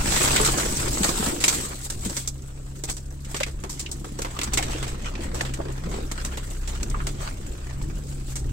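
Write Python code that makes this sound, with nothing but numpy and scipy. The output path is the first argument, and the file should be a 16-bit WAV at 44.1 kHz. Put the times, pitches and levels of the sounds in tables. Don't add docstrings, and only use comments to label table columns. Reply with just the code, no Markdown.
import sys
import numpy as np
from scipy import signal
from scipy.fft import rfft, irfft, next_fast_len
from scipy.io import wavfile
from scipy.ndimage import uniform_filter1d, map_coordinates

SR = 44100
rng = np.random.default_rng(int(sys.argv[2]) if len(sys.argv) > 2 else 0)


def store_pcm(level_fs):
    pcm = np.round(np.clip(level_fs, -1, 1) * 32767).astype(np.int16)
    wavfile.write(sys.argv[1], SR, np.atleast_2d(pcm).T)


N = 375732

# time in seconds, branch scrape in dB, snow hiss in dB.
BRUSH_THICKNESS = [(0, -35.5, -37), (.6, -35.5, -32.5), (1.3, -38.5, -28), (1.4, -45, -38), (1.6, -43, -38),
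                   (1.85, -52, -42.5), (2.4, -59.5, -53), (2.75, -58, -50.5), (3.1, -60, -57),
                   (4.1, -52.5, -49.5), (4.7, -39, -47.5), (5.05, -48, -55), (5.6, -48.5, -52),
                   (6.4, -50.5, -47.5), (7.9, -50.5, -53), (8.1, -54.5, -48.5), (8.52, -55, -56.5)]


def amp(db):
    return 10 ** (np.asarray(db) / 20)


def along(points, hz):
    freqs, values = np.transpose(points)
    return np.interp(np.log(hz + 1), np.log(freqs + 1), values)


def curves(rows):
    times, *columns = np.transpose(rows)
    return [np.interp(np.arange(N) / SR, times, column) for column in columns]


def wobble(rate):
    coarse = np.arange(0, N, 64)
    knots = rng.standard_normal(size=1024)
    return np.interp(np.arange(N), coarse, map_coordinates(knots, [coarse * rate / SR], mode="wrap"))


def swell(peak_s, half_length_s):
    offset = (np.arange(N) / SR - peak_s) / half_length_s
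    return np.exp(-offset ** 2 / 2) * (np.abs(offset) < 5)


def add(out, start_s, sound):
    part = out[:, max(round(start_s * SR), 0):][:, :sound.shape[-1]]
    part += sound[:, :part.shape[-1]]


def filtered(x, response):
    n = x.shape[-1]
    size = next_fast_len(n + 4096)
    return irfft(rfft(x, size) * response(np.fft.rfftfreq(size, 1 / SR)), size)[..., :n]


def port_lag(hz, lag_s=0.000435):
    return np.exp(np.pi * 1j * hz * lag_s * np.array([[-1], [1]]))


def port_spectra(pair, hz):
    # frequency in Hz, left-right correlation.
    likeness = [(40, 1), (120, 0.96), (250, 1), (500, 0.79), (1000, 0.24), (2000, 0.04), (5000, 0.011)]
    angle = np.arccos(np.clip(along(likeness, hz), -1, 1)) / 2
    shared, diffuse = pair * [np.cos(angle), np.sin(angle)]
    return np.array([shared + diffuse, shared - diffuse]) * port_lag(hz)


def in_cab(pair, spectrum):
    n = pair.shape[-1]
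    size = next_fast_len(n, real=True)
    hz = np.fft.rfftfreq(size, 1 / SR)
    ports = irfft(port_spectra(rfft(pair, size), hz) * amp(along(spectrum, hz)), size)[:, :n]
    return ports / np.std(ports.mean(axis=0))


def patchy(depth_db, size=256):
    frames = signal.stft(rng.standard_normal((2, N)), nperseg=size)[2]
    patches = uniform_filter1d(rng.standard_normal(frames.shape[1:]), size=4, axis=0)
    patches = uniform_filter1d(patches, size=8, axis=1)
    patches /= np.sqrt(np.mean(patches ** 2))
    return signal.istft(frames * amp(depth_db * patches), nperseg=size)[1][:, :N]


def grains(rate, spread_db, t60, share):
    hits = rng.random(N) < rate / SR
    strength = amp(spread_db * np.minimum(rng.exponential(size=N), np.pi))
    decay = amp(-60 * np.arange(SR // 8) / SR / t60)
    power = np.abs(signal.fftconvolve(hits * strength ** 2, decay ** 2)[:N])
    return np.sqrt(1 - share + share * power / power.mean())


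def pedal(coast_db=-52, ramp_s=0.1):
    # time in seconds, half the firing rate in Hz.
    cruise = [(0, 66.87), (1.5, 66.2), (2.5, 66.1), (3.1, 67.9), (3.85, 68.2), (4.2, 65.34), (5.1, 64.78),
              (6.6, 64.17), (7.3, 64.17), (7.5, 59.2), (7.7, 63.88), (8.28, 65.9), (8.52, 65.8)]
    # start and end in seconds, added firing note in dB, speed change in Hz.
    pushes = [(-.1, 1, -43.5, 0.5), (.22, 0.53, -41, 1.5), (1.1, 4.5, -48.5, 0), (4.5, 4.95, -41, 0),
              (5.36, 5.83, -40, 2), (5.92, 6.86, -53, 0), (6.862, 7.3, -40.5, 6.5), (7.681, 8.2, -39.5, 7),
              (8.231, 8.9, -40.5, -1.5)]
    t = np.arange(N) / SR
    speed, note = curves(cruise)[0], amp(coast_db)
    for start, end, db, change_hz in pushes:
        load = np.clip(np.minimum(t - start, end - t) / ramp_s + .5, 0, 1)
        progress = np.clip((t - start) / (end - start), 0, 1)
        note = note + amp(db) * load
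        speed = speed + change_hz * np.sin(np.pi * progress)
    return speed, 20 * np.log10(note)


def engine(firing_db=1.14, throb_db=-1.0, whine_db=0.5, rough_db=2.0, flutter_db=1.86,
           jitter_rad=0.054, whine_db_per_hz=0.2):
    # time in seconds, level in dB.
    exhaust = [(0, -35.5), (.7, -45), (4, -42), (4.7, -38.5), (5.5, -36.5), (6.8, -37), (8.52, -44)]
    # multiple of the crank rate, relative level in dB.
    crank_orders = [(1, 2.5), (2, 1), (3, -8), (5, -12), (6, -17), (7, -21), (8, -17), (9, -15.5),
                    (10, -25), (11, -30.5), (12, -30)]
    speed, note_db = pedal()
    low_db = curves(exhaust)[0] + throb_db
    high_db = note_db + whine_db + whine_db_per_hz * (speed - speed.mean())
    crank = 2 * np.pi * np.cumsum(speed / 2) / SR + jitter_rad * wobble(22)
    sound = amp(note_db + firing_db + rough_db * wobble(30)) * np.sin(4 * crank)
    for order, db in crank_orders:
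        level = amp((low_db if order < 6 else high_db) + db + flutter_db * wobble(5.7))
        sound += level * np.sin(order * crank + 2 * np.pi * rng.random())
    return np.sqrt(2) * sound


def wheels(rumble_db=-1, crunch_db=1):
    # time in seconds, rumble in dB, crunch in dB.
    roughness = [(0, -29, -36.5), (1.5, -36, -36), (1.8, -46, -48.5), (2.6, -40, -51.5), (4.2, -44, -47),
                 (4.65, -35, -45.5), (5.7, -38, -41), (6.25, -40, -48), (7.1, -31.5, -44),
                 (7.5, -36.5, -46), (8.52, -36.5, -51)]
    ruts = [(.88, -34.5, -74), (2, -31, -51), (3.58, -33, -70), (4.62, -38, -44), (5.32, -35, -52),
            (5.97, -41, -38), (6.92, -37, -49.5), (7.85, -31.5, -62), (8.46, -29, -62)]
    # frequency in Hz, relative level in dB.
    rumble_spectrum = [(8, -3), (18, -1), (28, -2.5), (40, 1), (50, 0), (78, -9), (112, -12.5),
                       (165, -20.5), (260, -64), (500, -87)]
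    crunch_spectrum = [(90, -19), (150, -2.5), (200, 0.5), (260, -3.5), (340, 0), (480, -7), (700, -13.5),
                       (1200, -23), (3000, -43)]
    shake, packing = amp(curves(roughness))
    for time, chassis_db, tyre_db in ruts:
        crossing = swell(time, half_length_s=0.065)
        shake += amp(chassis_db) * crossing
        packing += amp(tyre_db) * crossing
    rumble = in_cab(rng.standard_normal((2, N)), rumble_spectrum)
    collapses = patchy(depth_db=3, size=1024) * grains(rate=70, spread_db=-1, t60=0.079, share=0.57)
    crunch = in_cab(collapses, crunch_spectrum)
    return amp(rumble_db) * shake * rumble + amp(crunch_db) * packing * crunch


def branches(scrape_db=2.5, hiss_db=1, pressure_depth_db=-0.24):
    # peak time in seconds, scrape in dB, spray in dB, half-length in seconds.
    boughs = [(0.255, -32, -25, 0.15), (0.488, -38, -34.5, 0.048), (1.068, -35.5, -30, 0.028),
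              (1.244, -35.5, -53, 0.042), (1.543, -37, -28.5, 0.041), (1.647, -46, -33.5, 0.015),
              (1.719, -34, -59, 0.0096), (1.855, -52, -30, 0.0093), (2.065, -41, -33, 0.018),
              (2.184, -43.5, -34, 0.037), (2.897, -33.5, -33.5, .011), (3.312, -47, -40, 0.017),
              (4.394, -51, -60, 0.079), (5.067, -40.5, -59, 0.014), (5.245, -42.5, -42.5, 0.018),
              (5.402, -39, -48, 0.023), (5.957, -42, -59, 0.041), (6.195, -40, -56, 0.019),
              (6.336, -37, -58, .012), (6.746, -42.5, -59, 0.029), (7.239, -35.5, -46, 0.033),
              (8.31, -48, -39, 0.017)]
    # frequency in Hz, relative level in dB.
    scrape_spectrum = [(250, -2), (500, -3), (800, -2), (1300, -0.5), (2000, -3), (3000, -4), (5000, -10.5),
                       (9000, -16), (16000, -20)]
    hiss_spectrum = [(800, -46), (2000, -11), (3500, -2.5), (6000, -4), (8000, 2.5), (10000, -1),
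                     (13000, -1.5), (16000, 1)]
    twig_db, snow_db = curves(BRUSH_THICKNESS)
    pressure_db = pressure_depth_db * wobble(22)
    drag = amp(twig_db + scrape_db + pressure_db)
    spray = amp(snow_db + hiss_db + pressure_db / 2)
    for time, drag_db, spray_db, half_length in boughs:
        contact = swell(time, half_length)
        drag += amp(drag_db) * contact
        spray += amp(spray_db) * contact
    catches = patchy(depth_db=3, size=512) * grains(rate=130, spread_db=3.5, t60=0.067, share=0.71)
    powder = patchy(depth_db=2.5) * grains(rate=280, spread_db=9.5, t60=0.079, share=0.34)
    return drag * in_cab(catches, scrape_spectrum) + spray * in_cab(powder, hiss_spectrum)


def glass_ticks(level_db=-13, follow=0.76):
    # frequency in Hz, relative level in dB.
    tick_spectrum = [(500, -44), (1300, -18), (2500, -10), (6000, -1.5), (9000, 2), (16000, -1)]
    snow_db = curves(BRUSH_THICKNESS)[1]
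    noise = in_cab(patchy(depth_db=4.5), tick_spectrum)
    ticks = noise * grains(rate=22, spread_db=-2.0, t60=0.1, share=1)
    return amp(level_db + follow * snow_db) * ticks


def panel_ring(bands, size, uneven_db=2.0, spacing_hz=260):
    hz = np.fft.rfftfreq(size, 1 / SR)
    peaks = rng.standard_normal(size=512)
    ripple_db = uneven_db * np.interp(hz / spacing_hz, np.arange(len(peaks)), peaks)
    modes = port_spectra(rfft(rng.standard_normal((2, size))), hz) * amp(ripple_db)
    mid, colour = np.abs(modes.mean(axis=0)), 0
    for db, spectrum in bands:
        gain = amp(along(spectrum, hz))
        colour = colour + amp(db) * gain / np.linalg.norm(mid * gain)
    return irfft(modes * colour, size) * size / np.sqrt(2)


def twigs(knock_db=3, clack_db=2.5, snap_db=3, crack_db=3, crack_t60=0.0075,
          cab_db=-20, cab_t60=0.15, crumble_db=2.0, attack_s=0.0011):
    # start in seconds, knock, clack and snap in dB, rattle t60 in seconds.
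    slaps = [(.104, -49, -37.5, -31, 0.61), (.16, -46, -27, -35, .3), (.238, -27.5, -31, -33, .09),
             (.361, -52, -22.5, -33, 0.13), (.447, -45, -29, -24.5, 0.15), (.574, -35, -39, -34, 0.56),
             (.654, -29.5, -41, -37, .09), (.769, -43, -53, -27, 0.06), (1.032, -42, -27, -23.5, .04),
             (1.043, -49, -36, -21, 0.055), (1.09, -28.5, -45, -34, 0.14), (1.403, -56, -40, -33, 0.41),
             (1.439, -32.5, -26, -21.5, .11), (1.48, -36, -24.5, -18.5, .1),
             (1.9, -41.5, -42.5, -30.5, 0.12), (2.097, -35.5, -51, -36.5, 0.12),
             (2.166, -47, -40.5, -31.5, 0.2), (2.275, -45.5, -43, -25, 0.07),
             (2.837, -37.5, -43, -31, 0.071), (2.897, -45, -54, -32, 0.17), (2.967, -48, -50.5, -39, 0.1),
             (3.247, -64, -44.5, -44, 0.072), (3.344, -37, -35.5, -44, 0.13), (3.363, -49, -38, -38, 0.15),
             (3.402, -44, -31.5, -45, 0.14), (3.432, -42, -34, -36, 0.052), (3.463, -43.5, -44, -48, 0.18),
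             (3.637, -33.5, -39.5, -46, 0.08), (3.694, -53, -54, -37, 0.33), (3.794, -48, -41, -30.5, 0.12),
             (3.914, -51, -69, -31, 0.094), (4.044, -37, -44, -54, 0.072), (4.188, -34.5, -48, -40, 0.08),
             (4.218, -43, -37, -35, 0.082), (4.247, -31.5, -35.5, -55, 0.11), (4.389, -33, -30, -43, 0.051),
             (4.414, -51, -26, -36.5, 0.042), (4.433, -37.5, -36, -27, 0.068),
             (4.534, -37, -30, -25, 0.082), (4.573, -31, -24, -25.5, 0.086), (4.626, -60, -32, -36.5, .13),
             (4.708, -51, -44, -40, 0.23), (4.827, -37.5, -33, -46, .12), (4.878, -45, -40, -43, 0.17),
             (5.344, -39, -46, -40.5, 0.24), (5.409, -38, -45, -36, 0.11), (5.45, -42, -37.5, -51, 0.2),
             (5.537, -64, -38, -39, 0.078), (6.114, -37, -40, -38, 0.077), (6.248, -41, -40, -35, 0.11),
             (6.372, -37, -36.5, -45, 0.094), (6.675, -50, -43.5, -41.5, 0.14),
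             (6.829, -40.5, -41, -35.5, .07), (6.899, -60, -60, -35, 0.034), (7.068, -36.5, -38, -39, 0.15),
             (8.356, -50, -46.5, -36, 0.19)]
    # frequency in Hz, relative level in dB.
    knock_band = [(120, -12), (300, 2.5), (700, -4), (1200, -3), (2500, -25)]
    clack_band = [(600, -51), (1300, -9.5), (2100, 1.5), (3300, 0), (6000, -14.5)]
    snap_band = [(1800, -45.5), (3800, -3), (6500, 2), (8500, 3.5), (11000, -1.5), (16000, -6)]
    out, t = np.zeros((2, N)), np.arange(8192) / SR
    crack = amp(crack_db - 60 * t / crack_t60)
    echo = amp(cab_db - 60 * t / cab_t60)
    onset = 1 - np.exp(-t / attack_s)
    for start, knock, clack, snap, t60 in slaps:
        bands = [(knock + knock_db, knock_band), (clack + clack_db, clack_band),
                 (snap + snap_db, snap_band)]
        ring = panel_ring(bands, size=len(t))
        crumble = amp(crumble_db * map_coordinates(rng.standard_normal(size=128), [t * 300], order=1))
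        rattle = crumble * amp(-60 * t / t60)
        add(out, start, ring * (crack + rattle + echo) * onset)
    return out * amp([[-0.5], [0.5]])


def resonance(hz, t, skirt_db):
    shape = [(hz / 3, 4 * skirt_db), (hz * 0.77, skirt_db), (hz, 0),
             (hz * 1.16, skirt_db), (hz * 2.35, 2 * skirt_db), (hz * 6, -60)]
    return in_cab(rng.standard_normal((2, len(t))), shape)


def bumps(attack_s=0.0047, t60=0.12, thud_db=-3, groan_db=-1, waver_rad=0.45):
    # start in seconds, level in dB, pitch in Hz.
    blows = [(.241, -20, 204), (.4, -17, 438), (1.002, -18.5, 191), (1.195, -21, 208), (1.269, -18.5, 208),
             (1.358, -23.5, 306), (2.058, -23, 190), (3.635, -29, 387.8), (4.188, -28.5, 453),
             (4.745, -24, 341), (5.19, -26, 340), (5.586, -22, 336.5), (6.83, -26, 221),
             (8.446, -30.5, 299)]
    out, t = np.zeros((2, N)), np.arange(SR // 5) / SR
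    onset = 1 - np.exp(-t / attack_s)
    for start, db, hz in blows:
        drift = waver_rad * map_coordinates(rng.standard_normal(size=32), [t * 70])
        groan = amp(groan_db) * np.sin(2 * np.pi * hz * t + drift)
        thud = amp(thud_db) * resonance(hz, t, skirt_db=-10)
        add(out, start, amp(db - 60 * t / t60) * onset * (thud + groan))
    return out


def sticks(crack_db=4, crack_t60=0.017, attack_s=0.002):
    # start in seconds, level in dB, pitch in Hz, ring t60 in seconds.
    strikes = [(.363, -24, 2450, 0.15), (1.44, -17.5, 2350, 0.053), (3.4063, -24, 610, 0.054),
               (3.4312, -18.5, 2500, 0.05), (3.861, -31, 2860, .08), (4.581, -24, 2230, 0.098),
               (4.588, -26.5, 786, .08), (5.152, -33, 2480, .075), (5.408, -20, 1980, 0.033),
               (5.41, -27.5, 650, 0.053), (5.588, -33, 530, .05), (5.601, -28.5, 665, 0.068),
               (6.943, -31.5, 1140, 0.11), (7.002, -33.5, 1300, 0.12)]
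    out, t = np.zeros((2, N)), np.arange(SR // 8) / SR
    onset = 1 - np.exp(-t / attack_s)
    for start, db, hz, t60 in strikes:
        fade = amp(crack_db - 60 * t / crack_t60) + amp(-60 * t / t60)
        add(out, start, amp(db) * fade * onset * resonance(hz, t, skirt_db=-9))
    return out


def scene():
    drone = filtered(engine(), port_lag)
    return drone + wheels() + branches() + glass_ticks() + twigs() + sticks() + bumps()


def record(dry, top_hz=15850):
    # frequency in Hz, gain in dB.
    left_port = [(200, 0.87), (1000, 0), (3000, -4), (5200, -3.5), (6800, -2), (7600, 3.5), (8100, 6.5),
                 (8900, -3), (10500, -10.5), (13000, -16.5), (16000, -20)]
    right_port = [(200, 0.4), (1000, 0), (3000, -2.5), (5200, 0.5), (6500, 2.5), (7450, 2.5), (8200, -3.5),
                  (8950, -10), (10500, -8), (13000, -8), (16000, -10)]
    return filtered(dry, lambda hz: amp([along(left_port, hz), along(right_port, hz)]) * (hz < top_hz))


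dry = scene()
out = record(dry)
store_pcm(out)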